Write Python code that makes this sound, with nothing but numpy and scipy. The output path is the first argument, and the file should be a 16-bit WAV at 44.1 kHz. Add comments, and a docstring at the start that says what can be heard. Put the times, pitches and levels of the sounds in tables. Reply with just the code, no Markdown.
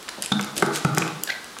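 """A hollow rubber toy, dropped by a small dog, bounces across the wooden floor of a live room.
Each bounce is a low thump, a ring of the shell and a knock of the boards; the rubber chirps where
it grips. The dog gives chase on clicking, skidding claws and soft pads. A small microphone, thin
in the deep bass, stands far enough off to take in the room's echoes, over a faint hiss."""
import sys
import numpy as np
from scipy import signal
from scipy.fft import rfft, irfft, next_fast_len
from scipy.io import wavfile
from scipy.ndimage import map_coordinates

SR = 44100
rng = np.random.default_rng(int(sys.argv[2]) if len(sys.argv) > 2 else 0)


def file_out(sig):
    """Save sig as 16-bit WAV at sys.argv[1]."""
    # one column per channel
    cols = np.atleast_2d(sig).T
    # limit, then scale
    lim = np.clip(cols, -1, 1)
    pcm = np.round(lim * 32767).astype(np.int16)
    wavfile.write(sys.argv[1], SR, pcm)


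N = 70560


def amp(db):
    """Decibels to gain."""
    return 10 ** (np.asarray(db) / 20)


def unit(x):
    """Scale to rms 1."""
    return x / np.sqrt(np.mean(x ** 2) + 1e-20)


def along(points, hz):
    """Read (frequency [Hz], value) points on a log axis."""
    freqs, values = np.transpose(points)
    return np.interp(np.log(hz + 1), np.log(freqs + 1), values)


def seconds():
    """Time of every sample."""
    return np.arange(N) / SR


def add(track, at, sound):
    """Mix a sound into the track from a time in seconds."""
    start = max(round(at * SR), 0)
    track[start:] += sound[:N - start]


def filtered(x, response):
    """Apply a gain that depends on frequency."""
    size = next_fast_len(N + SR // 2)
    return irfft(rfft(x, size) * response(np.fft.rfftfreq(size, 1 / SR)), size)[:N]


def noise(colour):
    """Coloured noise of rms 1."""
    return unit(filtered(rng.standard_normal(N), lambda hz: amp(along(colour, hz))))


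def band(x, low_hz, high_hz, order):
    """Causal band-pass."""
    high = min(high_hz, SR * .47)
    low = min(low_hz, high * .9)
    return signal.sosfilt(signal.butter(order, [low, high], "band", fs=SR, output="sos"), x)


def wobble(knots_per_s):
    """A smooth random curve."""
    knots = rng.standard_normal(int(2 * knots_per_s) + 4)
    return map_coordinates(knots, [seconds() * knots_per_s])


def decay(t60):
    """An envelope that falls 60 dB in t60 seconds."""
    return np.exp(-np.minimum(np.log(1000) * seconds() / t60, 60))


def ring(hz, t60):
    """One dying mode."""
    return np.sin(2 * np.pi * hz * seconds()) * decay(t60)


def struck(modes, spread=0.018):
    """Modes of alternating polarity, their pitch and level a little different at every blow."""
    out = np.zeros(N)
    for k, (hz, db, t60) in enumerate(modes):
        gain = -(-1) ** k * amp(db + rng.normal(0, 1))
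        out += gain * ring(hz * (1 + rng.normal(0, spread)), t60)
    return out


def burst(low_hz, high_hz, t60):
    """A dying puff of noise from near level 1, sloping gently below its band and steeply above."""
    fade = decay(t60)
    puff = band(rng.standard_normal(N) * fade, low_hz, high_hz * 1.28, order=1)
    puff = band(puff, low_hz / 2, high_hz, order=3)
    return puff * np.linalg.norm(fade) / np.linalg.norm(puff)


def swell(peak_s, rise, fall):
    """A rounded rise to a peak and a longer-tailed fall."""
    t = seconds() - peak_s
    rising = np.exp(-.5 * (t / rise) ** 2)
    falling = np.exp(1 - np.hypot(1, np.sqrt(2) * t / fall))
    return np.where(t < 0, rising, falling)


def hiss():
    """A faint, steady hiss with some rumble lies under everything."""
    # spectrum of the hiss (frequency [Hz], relative density [dB])
    colour = [(25, 16), (60, 4), (120, -2), (250, 2.5), (650, -1.5), (1250, 1), (2200, -5.5), (3700, -4.5),
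              (5600, -7.5), (9800, -12.5), (16000, -24.5)]
    return amp(-40.5) * noise(colour)


def claw_clicks():
    """Each claw ticks, rings briefly on the wood and trails off in a scratch."""
    # claw strikes (time [s], level [dB], lower edge [Hz], upper edge [Hz])
    strikes = [(0.028, -30, 1550, 12000), (.0820, -23.5, 1040, 4000), (0.0881, -17.5, 1080, 3170),
               (0.0914, -18, 1160, 10800), (.2140, -36, 2500, 10000), (.2230, -11.5, 6100, 11000),
               (0.2384, -21, 4000, 10270), (.2480, -23.5, 5000, 10700), (0.2607, -15.5, 2520, 9700),
               (0.3223, -23, 4000, 10700), (0.4117, -18.5, 4900, 12000), (0.4275, -23.5, 3880, 10500),
               (.4370, -22, 2020, 6546), (0.4457, -22, 2970, 11500), (.5585, -29, 9000, 15000),
               (0.566, -20, 1780, 11100), (0.5707, -25, 3020, 12000), (0.5796, -11, 2950, 11200),
               (0.6002, -20.5, 5000, 11900), (0.6155, -29, 2500, 8000), (0.6625, -22.5, 4540, 11300),
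               (0.7588, -13.5, 2870, 12400), (.9488, -20, 5000, 13000), (0.9826, -8, 2820, 12600),
               (.9876, -32, 5050, 9000), (1.078, -21, 2460, 9500), (1.2362, -10, 8800, 13400),
               (1.4442, -27.5, 5400, 11900), (1.5872, -23.5, 2500, 12000)]
    # modes of a claw on wood (frequency [Hz], relative level [dB], t60 [s])
    claw_modes = [(2750, -11, 0.011), (3440, -18.5, 0.011), (5000, -16.5, 0.021), (7520, -12.5, 0.0089)]
    out = np.zeros(N)
    for at, db, low_hz, high_hz in strikes:
        tick = burst(low_hz, high_hz, t60=0.0042)
        scratch = amp(-21.5) * burst(low_hz, high_hz, t60=0.048)
        add(out, at, amp(db) * (tick + struck(claw_modes, spread=0.063) + scratch))
    return out


def paw_falls():
    """The pads land softly, each a dull puff of noise."""
    # landings (time [s], level [dB], rough pitch [Hz], t60 [s])
    landings = [(0.1768, -34.5, 407, 0.18), (0.5651, -32, 356, 0.36), (0.57, -37.5, 170, 0.2),
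                (1.5668, -30, 1020, 0.021)]
    out = np.zeros(N)
    for at, db, hz, t60 in landings:
        add(out, at, amp(db) * burst(hz / 2, hz * 1.71, t60))
    return out


def claw_skids():
    """Claws slide over the boards with a fine-grained scrape."""
    # skids (peak time [s], rise [s], fall [s], level [dB])
    skids = [(0.225, 0.0019, 0.035, -36), (0.577, 0.0075, 0.012, -28), (.610, 0.011, .014, -43.5),
             (.763, 0.02, 0.02, -27.5), (0.969, 0.0039, 0.0035, -34), (1.005, 0.0065, 0.04, -38)]
    # spectrum of the scrape (frequency [Hz], relative level [dB])
    colour = [(500, -15), (1800, 3), (3500, 1.5), (7500, 2), (10500, -4), (13000, -12.5), (16000, -23)]
    grain_db = 3.5
    grit = unit(noise(colour) * amp(grain_db * wobble(knots_per_s=1100)))
    return grit * sum(amp(db) * swell(at, rise, fall) for at, rise, fall, db in skids)


def bounce(thump_hz, thump_db, hollow_db, knock_db, bright_hz, slap_db):
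    """The toy thumps at a pitch set by how it lands and knocks the boards; harder contact is brighter."""
    # modes of the floorboards (frequency [Hz], relative level [dB], t60 [s])
    board_modes = [(148.7, -14.5, 0.11), (224.5, -16.5, 0.0725), (611, -9.5, 0.016), (833, -8.5, 0.023),
                   (924, -15.5, 0.052), (1142, -8.5, 0.023), (1307, -7, 0.034), (1504, -4, 0.021),
                   (1800, -12, 0.016), (2064, -13.5, 0.03)]
    # modes of the hollow rubber shell (frequency [Hz], relative level [dB], t60 [s])
    shell_modes = [(252, -8, 0.065), (322.6, -1.5, 0.12), (402, -1.5, 0.059), (488, -0.5, 0.056)]
    attack_s = 0.0005
    thump = -ring(thump_hz, t60=0.12) * (1 - np.exp(-seconds() / attack_s))
    knock = signal.sosfilt(signal.butter(2, bright_hz, fs=SR, output="sos"), struck(board_modes))
    crack = amp(-15) * burst(low_hz=1200, high_hz=10300, t60=0.015)  # first contact
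    slap = burst(low_hz=1670, high_hz=2810, t60=0.017)  # rubber on varnish
    body = amp(thump_db) * thump + amp(hollow_db) * struck(shell_modes)
    return body + amp(knock_db) * (knock + crack) + amp(slap_db) * slap


def toy():
    """Every bounce lands on a new spot, so the room answers each with a different tail."""
    # bounces (time [s], thump pitch [Hz], thump [dB], hollow ring [dB], knock [dB],
    # contact brightness [Hz], slap [dB])
    bounces = [(0.3181, 204.3, -14, -27, -10.5, 1525, -47), (0.394, 183, -33, -34, -17, 2490, -21.5),
               (0.6235, 399.4, -22.5, -17.5, -4, 2700, -24.5),
               (.8480, 148.5, -11.5, -21.5, -7.5, 1820, -20), (0.9741, 158.7, -22.5, -20, -8, 2020, -19),
               (1.0215, 173, -26.5, -44, -22, 3000, -15.5)]
    out = np.zeros(N)
    for at, *contact in bounces:
        direct = np.zeros(N)
        add(direct, at, bounce(*contact))
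        out += direct + room(direct)
    return out


def rubber_chirps():
    """Rubber sticks and slips on the varnish in brief, unsteady, raspy tones."""
    # grips (peak time [s], rise [s], fall [s], pitch [Hz], level [dB], jitter [share of pitch],
    # rasp against the tone [dB])
    grips = [(0.3222, 0.0012, 0.0029, 3586, -12.5, 0.035, -11),
             (0.332, 0.0017, 0.0066, 3600, -25.5, 0.025, -15),
             (1.2757, 0.0013, 0.0042, 1710, -27.5, 0.054, -2),
             (1.2945, 0.0046, 0.012, 1624, -23, 0.057, -9),
             (1.3038, 0.0026, 0.0024, 1965, -15.5, 0.062, -9),
             (1.326, 0.0078, 0.0051, 2135, -28.5, .08, -5)]
    # spectrum of the rasp (frequency [Hz], relative level [dB])
    rasp_colour = [(300, -22), (780, 3), (1100, -13), (1700, -14), (2300, 6), (3000, 3), (4000, 4),
                   (6000, -6.5), (12000, -36)]
    out = np.zeros(N)
    for at, rise, fall, hz, db, jitter, rasp_db in grips:
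        pitch = hz * (1 + jitter * wobble(knots_per_s=1100))
        phase = 2 * np.pi * np.cumsum(pitch) / SR
        tone = np.sin(phase) + amp(-24.5) * np.sin(2 * phase)
        out += amp(db) * swell(at, rise, fall) * (tone + amp(rasp_db) * noise(rasp_colour))
    return out


def room(x):
    """The room sends the microphone a diffuse tail, low standing waves and four dull wall echoes."""
    # reverberation time (frequency [Hz], t60 [s])
    tail_t60 = [(100, 0.86), (200, 0.33), (400, 0.96), (1400, 0.74), (4000, 0.59), (8000, 0.32),
                (14000, 0.47)]
    # colour of the tail (frequency [Hz], gain [dB])
    tail_colour = [(60, -10), (150, 3), (220, 2.5), (400, 0), (800, 1), (1400, 0), (2400, -6), (4000, -0.5),
                   (8000, -4.5), (14000, -11.5)]
    # standing waves (frequency [Hz], relative level [dB], t60 [s])
    standing_waves = [(128, -60, 1), (152, -30, .55), (206.8, -17, 0.31), (243, -45, 0.27),
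                      (320, -24.5, 0.27), (382, -26, 0.43)]
    # wall echoes (delay [s], gain [dB])
    walls = [(.0052, -9.5), (0.039, -14.5), (.048, -14.5), (.083, -15.5)]
    build_s, standing_db = 0.014, -41.5
    hz, t, spectra = signal.stft(rng.standard_normal(N), SR, nperseg=256)
    t60 = along(tail_t60, hz)[:, None]
    equal_energy = np.sqrt(2 * np.log(1000) / (t60 * SR))
    fade = np.exp(-np.log(1000) * t / t60) * equal_energy
    tail = signal.istft(spectra * fade, SR, nperseg=256)[1][:N]
    tail = filtered(tail, lambda f: amp(along(tail_colour, f)))
    tail *= 1 - np.exp(-seconds() / build_s)
    tail += amp(standing_db) * sum(amp(db) * ring(f, life) for f, db, life in standing_waves)
    wet = signal.fftconvolve(x, tail)[:N]
    dull = band(x, low_hz=78.6, high_hz=2100, order=1)
    for delay, db in walls:
        add(wet, delay, amp(db) * dull)
    return wet


def scene():
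    """Toy and dog from one spot in the room, in mono, over the hiss."""
    dog = claw_clicks() + paw_falls() + claw_skids()
    chirps = rubber_chirps()
    reverb = room(dog + amp(-3.5) * chirps)
    return (toy() + dog + chirps + reverb + hiss())[None]


def record(dry):
    """The small microphone loses the deep bass, and the recorder keeps nothing above its band limit."""
    low_cut_hz, top_hz = 120, 15800
    thin = signal.sosfilt(signal.butter(2, low_cut_hz, "high", fs=SR, output="sos"), dry)
    return np.array([filtered(channel, lambda hz: hz < top_hz) for channel in thin])


dry = scene()
out = record(dry)
file_out(out)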